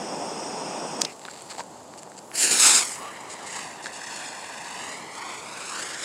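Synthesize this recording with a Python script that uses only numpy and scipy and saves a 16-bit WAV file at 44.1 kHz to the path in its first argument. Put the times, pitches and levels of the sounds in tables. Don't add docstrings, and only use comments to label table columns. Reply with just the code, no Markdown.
import sys
import numpy as np
from scipy import signal
from scipy.fft import rfft, irfft
from scipy.io import wavfile
from scipy.ndimage import uniform_filter1d, map_coordinates

SR = 44100
rng = np.random.default_rng(int(sys.argv[2]) if len(sys.argv) > 2 else 0)


def boost_factor(decibels):
    exponent = np.asarray(decibels, float) / 20
    return 10 ** exponent


def master_out(mix):
    frames = np.transpose(np.atleast_2d(mix))
    ceiling = np.clip(frames, -1, 1)
    pcm = np.round(ceiling * 32767).astype(np.int16)
    wavfile.write(sys.argv[1], SR, pcm)


N = 266364
IGNITE_S, SPENT_S = 2.33, 0.506


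def evened(x):
    return x / np.sqrt(np.mean(x ** 2) + 1e-20)


def read(points, hz):
    f, value = np.transpose(points)
    return np.interp(np.log(hz + 1), np.log(f + 1), value)


def follow(rows):
    s, *columns = np.transpose(rows)
    return [np.interp(np.arange(N) / SR, s, c) for c in columns]


def held(start, length, edge_s):
    t = np.arange(N) / SR
    corners = [start - edge_s, start, start + length, start + length + edge_s]
    return np.interp(t, corners, [0, 1, 1, 0]) ** 2


def add(mix, s, sound):
    part = mix[round(s * SR):][:len(sound)]
    part += sound[:len(part)]


def wander(lo_hz, hi_hz):
    t = np.arange(0, N, 32) / SR
    rates = np.geomspace(lo_hz, hi_hz, num=40)
    slow = sum(np.sin(2 * np.pi * (f * t + rng.random())) / np.sqrt(f) for f in rates)
    return np.interp(np.arange(N) / SR, t, evened(slow))


def coloured(x, points, peaks=()):
    hz = np.fft.rfftfreq(N, 1 / SR)
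    db = read(points, hz) + sum(d * np.exp(-((hz - f) / w) ** 2 * 2) for f, w, d in peaks)
    return evened(irfft(rfft(x) * boost_factor(db), N))


def patchy(patch_db):
    a, b, patches = rng.standard_normal((N // 128 + 5, 257, 3)).T
    patches = uniform_filter1d(patches, size=7, axis=0)
    patches = evened(uniform_filter1d(patches, size=20, axis=1))
    spectra = (a + 1j * b) * boost_factor(patch_db * patches)
    return signal.istft(spectra, nperseg=512, noverlap=384)[1][:N]


def bursts(per_s, spread_db):
    strength = boost_factor(spread_db * np.minimum(rng.exponential(1, N), 4))
    return strength * (rng.random(N) < per_s / SR) * rng.choice([-1, 1], N)


def ring(hz, t60_ms, snap):
    t = np.arange(1500) / SR
    crack = signal.lfilter(*signal.butter(2, min(2.5 * hz, 12000), fs=SR), rng.standard_normal(len(t)))
    tone = boost_factor(-60000 * t / t60_ms) * np.sin(2 * np.pi * hz * t)
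    sound = tone + snap * boost_factor(-60 * t / 0.0012) * evened(crack)
    return sound / abs(sound).max()


def echoed(x, path_ms, strength, dull_hz):
    dull = signal.filtfilt(*signal.butter(1, dull_hz, fs=SR), x)
    late = map_coordinates(dull, [np.arange(N) - path_ms * SR / 1000])
    return (x + strength * late) / np.sqrt(1 + strength ** 2)


# frequency in Hz, level in dB per Hz.
NIGHT = [(20, -50), (40, -89), (73, -12.5), (187, -3), (310, -2.5), (900, -0.5), (1500, -15), (2200, -22),
         (5700, -22), (7600, -14), (10000, -36), (12500, -38), (15600, -45)]


def night():
    level_db = -43.5 - 1.5 + 0.6 * wander(0.45, 13)
    return boost_factor(level_db) * coloured(patchy(0.4), NIGHT)


def yard(x):
    t = np.arange(9000) / SR
    tail = rng.standard_normal(len(t)) * boost_factor(-60 * t / 0.084) * (t > .004)
    return signal.fftconvolve(x, tail / np.linalg.norm(tail))[:N]


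# start in seconds, length in seconds, level in dB.
SIGH = (1.06, .05, -46.5)
# frequency in Hz, level in dB per Hz.
PIPE = [(1200, -29), (2000, -1), (2600, 3), (3200, -10), (4200, -18), (5200, -10), (6500, -31)]


def sigh():
    start, length, db = SIGH
    return boost_factor(db) * held(start, length, 0.023) * coloured(rng.standard_normal(N), PIPE)


# frequency in Hz, level in dB per Hz.
TORCH = [(24, -76), (40, -66), (170, -4.5), (881, -1.5), (1080, -8.5), (1730, -18.5), (3470, -22.5),
         (3930, -34), (5170, -15), (7340, -23.5), (8730, -22.5), (10100, -37.5), (15500, -55)]
# frequency in Hz, width in Hz, gain in dB.
NOZZLE = [(2660, 370, 4), (3440, 380, 1.5), (3900, 600, 2.5), (4600, 180, -7), (5300, 1000, 4.5),
          (6400, 340, -7), (6640, 200, 11.5), (7980, 270, 8.5), (8700, 530, 6)]


def torch():
    t = np.arange(N) / SR
    shut = np.maximum(t - 1.04, 0)
    opening_db = -0.5 * np.maximum(1 - t / 0.39, 0)
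    closing_db = -4.5 * np.minimum(shut / .02, 1) - 136 * shut
    gas = coloured(patchy(1.0), TORCH, NOZZLE)
    roar = signal.sosfiltfilt(signal.butter(2, 1700, fs=SR, output="sos"), gas)
    nozzle_hiss = (gas - roar) * boost_factor(0.5)
    flame = roar * boost_factor(0.72 * wander(15, 130)) + nozzle_hiss
    return flame * boost_factor(-33 + opening_db + closing_db)


# start in seconds, length in seconds, level in dB.
SCUFF = [
    (1.098, 0.035, -52),
    (1.218, 0.19, -48),
    (1.402, .09, -54.5),
    (1.504, 0.015, -38),
    (1.532, 0.044, -49),
    (1.584, 0.029, -41.5),
]
# frequency in Hz, level in dB per Hz.
GRIT = [(300, -39), (900, -3), (2000, 3), (3200, -2.5), (4500, 5), (6000, -7), (7600, 6.5), (10000, -18),
        (15600, -26)]


def scuffs():
    stones = bursts(700, 2.1)
    drag = sum(boost_factor(db) * held(s, length, .015) for s, length, db in SCUFF)
    return drag * coloured(stones, GRIT)


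# start in seconds, peak in dB, ring in Hz, t60 in ms.
KNOCKS = [(1.252, -46, 703, 14), (1.285, -22.5, 1470, 12), (1.518, -37, 1260, 21), (1.582, -26.5, 790, 26),
          (1.594, -23, 900, 26), (1.607, -24, 960, 31), (1.938, -48, 915, 14), (2.075, -32, 860, 12),
          (2.315, -52, 937, 14), (3.842, -29, 810, 16), (3.859, -18, 1690, 9.6), (3.867, -23, 1620, 14)]


def knocks():
    out = np.zeros(N)
    for s, db, hz, t60_ms in KNOCKS:
        add(out, s, boost_factor(db) * ring(hz, t60_ms, 0.3))
    return out


# start in seconds, peak in dB, ring in Hz.
PEBBLES = [(1.2527, -20.5, 1550), (1.2517, -23, 4000), (1.281, -25, 1480), (1.519, -24.5, 2130),
           (1.527, -29, 4130), (1.5511, -26, 1670), (1.6009, -18, 1550), (1.6053, -19, 1560),
           (1.9383, -28, 1620), (2.1188, -30.5, 1710), (2.316, -24.5, 2220), (3.3364, -31, 1950),
           (3.8435, -23, 3900), (3.8586, -22, 4200), (3.868, -22, 4000), (4.445, -22, 2660)]


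def pebbles():
    out = np.zeros(N)
    for s, db, hz in PEBBLES:
        add(out, s, boost_factor(db) * ring(hz, t60_ms=2.3, snap=0.83))
    return out


# start in seconds, peak in dB, centre in Hz, rattle in ms, t60 in ms.
TRIGGER = [
    (1.0119, -15.5, 8800, 1.5, 6.5),
    (1.017, -2, 5300, 1.1, 11),
    (1.049, -9, 4600, 3.2, 14),
]


def trigger():
    out, t_ms = np.zeros(N), np.arange(1500) * 1000 / SR
    for s, db, hz, rattle_ms, t60_ms in TRIGGER:
        decay = boost_factor(-60 * np.maximum(t_ms - rattle_ms, 0) / t60_ms)
        rattle = rng.standard_normal(len(t_ms)) * decay
        band = signal.butter(2, [hz * 0.63, min(hz * 1.51, 15000)], "band", fs=SR)
        snap = signal.lfilter(*band, rattle) + 0.47 * rattle
        add(out, s, boost_factor(db) * snap / abs(snap).max())
    return out


# start in seconds, peak in dB.
SPARKS = [(1.1643, -35), (1.1945, -26), (1.3124, -21), (1.3374, -25), (1.3798, -37), (1.4207, -23),
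          (1.4775, -31), (1.504, -28), (1.5344, -27), (1.547, -36), (1.5874, -35), (1.5953, -25),
          (1.6367, -29), (1.9773, -24), (2.0326, -20), (2.099, -34), (2.162, -34), (2.1684, -30),
          (2.9564, -34), (4.2512, -30)]


def sparks():
    out = np.zeros(N)
    for s, db in SPARKS:
        add(out, s, boost_factor(db) * ring(7760, t60_ms=3.9, snap=0.8))
    return out


def small_hits():
    hits = trigger() + sparks() + pebbles() + knocks()
    return signal.lfilter(*signal.butter(3, [250, 9000], "band", fs=SR), hits)


WHISTLE = 2.96, .15, 1085, 1205, -41


def whistle():
    start, length, from_hz, to_hz, db = WHISTLE
    hz = np.interp(np.arange(N) / SR, [start, start + length], [from_hz, to_hz])
    r = np.exp(-np.pi * 50 / SR)
    slow = signal.lfilter([1 - r], [1, -r], rng.standard_normal(N) + 1j * rng.standard_normal(N))
    steadied = slow / np.sqrt(abs(slow))
    tone = evened((steadied * np.exp(2j * np.pi * np.cumsum(hz) / SR)).real)
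    return boost_factor(db) * held(start, length, 0.009) * tone


# time in seconds, level in dB.
FUSE = [(1.07, -55), (1.476, -51.5), (1.65, -56.5), (1.984, -57), (2.32, -59)]
# time in seconds, level in dB.
FLARES = [
    [(2.33, -48), (2.356, -27.5), (2.434, -16), (2.486, -24), (2.518, -17.5), (2.572, -22.5)],
    [(2.6, -15), (2.67, -12), (2.72, -17), (2.77, -15.5), (2.82, -26), (2.846, -29), (2.94, -34.5),
     (3.0, -44)],
]
# time in seconds, level in dB.
JET = [(3.11, -49.5), (3.28, -51.5), (3.44, -48), (3.576, -36.5), (3.72, -49.5), (3.81, -53.5),
       (3.9, -48.5), (4.16, -38.5), (4.36, -44.5), (4.6, -44.5), (4.9, -40.5), (5.08, -50.5), (5.17, -43.5),
       (5.36, -43.5), (5.42, -46), (5.82, -36.5), (5.97, -41), (6.04, -34.5)]


def burn_level():
    return follow(FUSE + sum(FLARES, []) + JET)[0]


# frequency in Hz, level in dB per Hz.
HISS = [(60, -60), (100, -40), (260, -21), (1000, -12), (2400, -13), (3300, -10), (4600, -7.5), (7300, -2),
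        (9400, -8.5), (11500, -31.5), (15600, -49)]
# frequency in Hz, width in Hz, gain in dB.
BODY = [(5960, 500, -5), (7950, 420, 3), (1090, 140, -22)]


def gas_hiss(noise):
    return coloured(noise, HISS, BODY)


def jet(gas, since):
    hiss = gas_hiss(gas)
    low = signal.filtfilt(*signal.butter(2, 5150, fs=SR), hiss)
    thin_s = 0.41
    cooling = held(IGNITE_S + SPENT_S + 0.026, thin_s, .04)
    settled = np.clip((since - SPENT_S - thin_s) / .15, 0, 1)
    return hiss + (0.57 * settled - 0.67 * cooling) * low


# frequency in Hz, level in dB per Hz.
FIZZ = [(6500, -54), (9000, 0), (10500, 8.5), (12000, -2), (13200, -7), (14500, -7), (15700, -11)]


def top_fizz(gas, hiss_db, since):
    cool_s, cold_db = 0.32, -64
    glow_s = [-.22, 0, SPENT_S, SPENT_S + cool_s]
    glow_db = np.interp(since, glow_s, [-75, -55, -46, cold_db])
    stirred_db = 0.12 * (since > SPENT_S + cool_s) * (hiss_db + 43)
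    ember = boost_factor(glow_db + stirred_db - hiss_db)
    flare = boost_factor(-11.5 - 21.5 * np.clip(since, 0, SPENT_S))
    return np.hypot(flare, ember) * coloured(gas, FIZZ)


# start in seconds, length in seconds, level in dB.
SPITS = [(1.502, 0.015, -39), (1.59, 0.022, -58), (1.98, 0.02, -43), (2.019, 0.01, -48),
         (2.175, 0.019, -41.5), (3.293, 0.056, -40.5), (3.461, 0.024, -39), (3.82, 0.067, -42),
         (3.924, 0.058, -40.5), (4.249, 0.043, -40.5)]


def spits():
    puffs = np.zeros(N)
    for s, length, db in SPITS:
        add(puffs, s, boost_factor(db) * signal.windows.tukey(round(length * SR), .3))
    return puffs * gas_hiss(rng.standard_normal(N)) * boost_factor(1.0 * wander(80, 440))


# start in seconds, length in seconds, gain in dB.
GASPS = [
    (2.37, 0.054, -8),
    (2.835, 0.17, -5.5),
    (2.996, 0.089, 1),
    (4.652, 0.24, 2.5),
    (5.217, .15, 3),
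    (5.403, 0.053, -4),
    (5.608, 0.19, 2),
]
# frequency in Hz, level in dB per Hz.
ROAR = [(60, -55), (100, -38), (290, -11), (1000, -4), (2200, -8), (6000, -23.5), (8000, -74)]
# frequency in Hz, width in Hz, gain in dB.
TUBE = [(885, 110, 1)]


def tube_roar(hiss_db, since, sputter_db):
    r = np.exp(-1 / (0.014 * SR))
    lagged_db = signal.lfilter([1 - r], [1, -r], hiss_db + 42.5)
    unlit_db = -40 * np.clip(-since / 0.033, 0, 1)
    gasp_db = sum(db * held(s, length, 0.0069) for s, length, db in GASPS)
    roar_db = -39 + 0.42 * lagged_db + unlit_db + gasp_db
    return coloured(patchy(1.8), ROAR, TUBE) * boost_factor(roar_db - 0.5 + 0.86 * sputter_db)


# time in seconds, extra path in ms.
GROUND = [(2.35, .67), (2.8, .82), (2.95, 1.02), (3.3, 1.0), (3.7, 1.085), (4.3, 1.165), (4.7, 1.1),
          (5.2, .915), (5.4, .88), (5.48, .81), (5.68, .77), (5.85, .62), (6.04, .55)]
# time in seconds, strength from 0 to 1.
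MIRROR = [(3.3, .4), (4, .7), (5.35, .72), (5.6, .55)]


def ground_bounce(x):
    flicker = np.clip(1 + .13 * wander(2.5, 15), 0, 1.25)
    return echoed(x, *follow(GROUND), flicker * follow(MIRROR)[0], dull_hz=7200)


OPENS_S = [2.5, 2.62]


def hand_bounce(x):
    strength = np.interp(np.arange(N) / SR, OPENS_S, [.66, .15])
    return echoed(x, .428, strength, dull_hz=6000)


def firework():
    t = np.arange(N) / SR
    since = t - IGNITE_S
    hiss_db = burn_level()
    sputter_db = wander(22, 220) * np.interp(hiss_db, [-30, -18], [1, .55])
    grains = bursts(1500, 2.8)
    gas = evened(patchy(1.7)) + .3 * evened(grains)
    hiss = jet(gas, since) + top_fizz(gas, hiss_db, since)
    hiss = hiss * boost_factor(hiss_db + 1.64 * sputter_db) + spits()
    lit = np.interp(t, [1.05, 1.07], [0, 1])
    burning = lit * (hiss + tube_roar(hiss_db, since, sputter_db))
    return hand_bounce(ground_bounce(burning)) + whistle()


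def scene():
    near = firework() + small_hits() + scuffs()
    return (near + boost_factor(-22.5) * yard(near) + torch() + night() + sigh())[None]


def top_cut(x):
    return signal.sosfilt(signal.butter(12, 15750, fs=SR, output="sos"), x)


def record(dry):
    soft = .72 * np.tanh(dry / .72)
    return top_cut(soft)


dry = scene()
out = record(dry)
master_out(out)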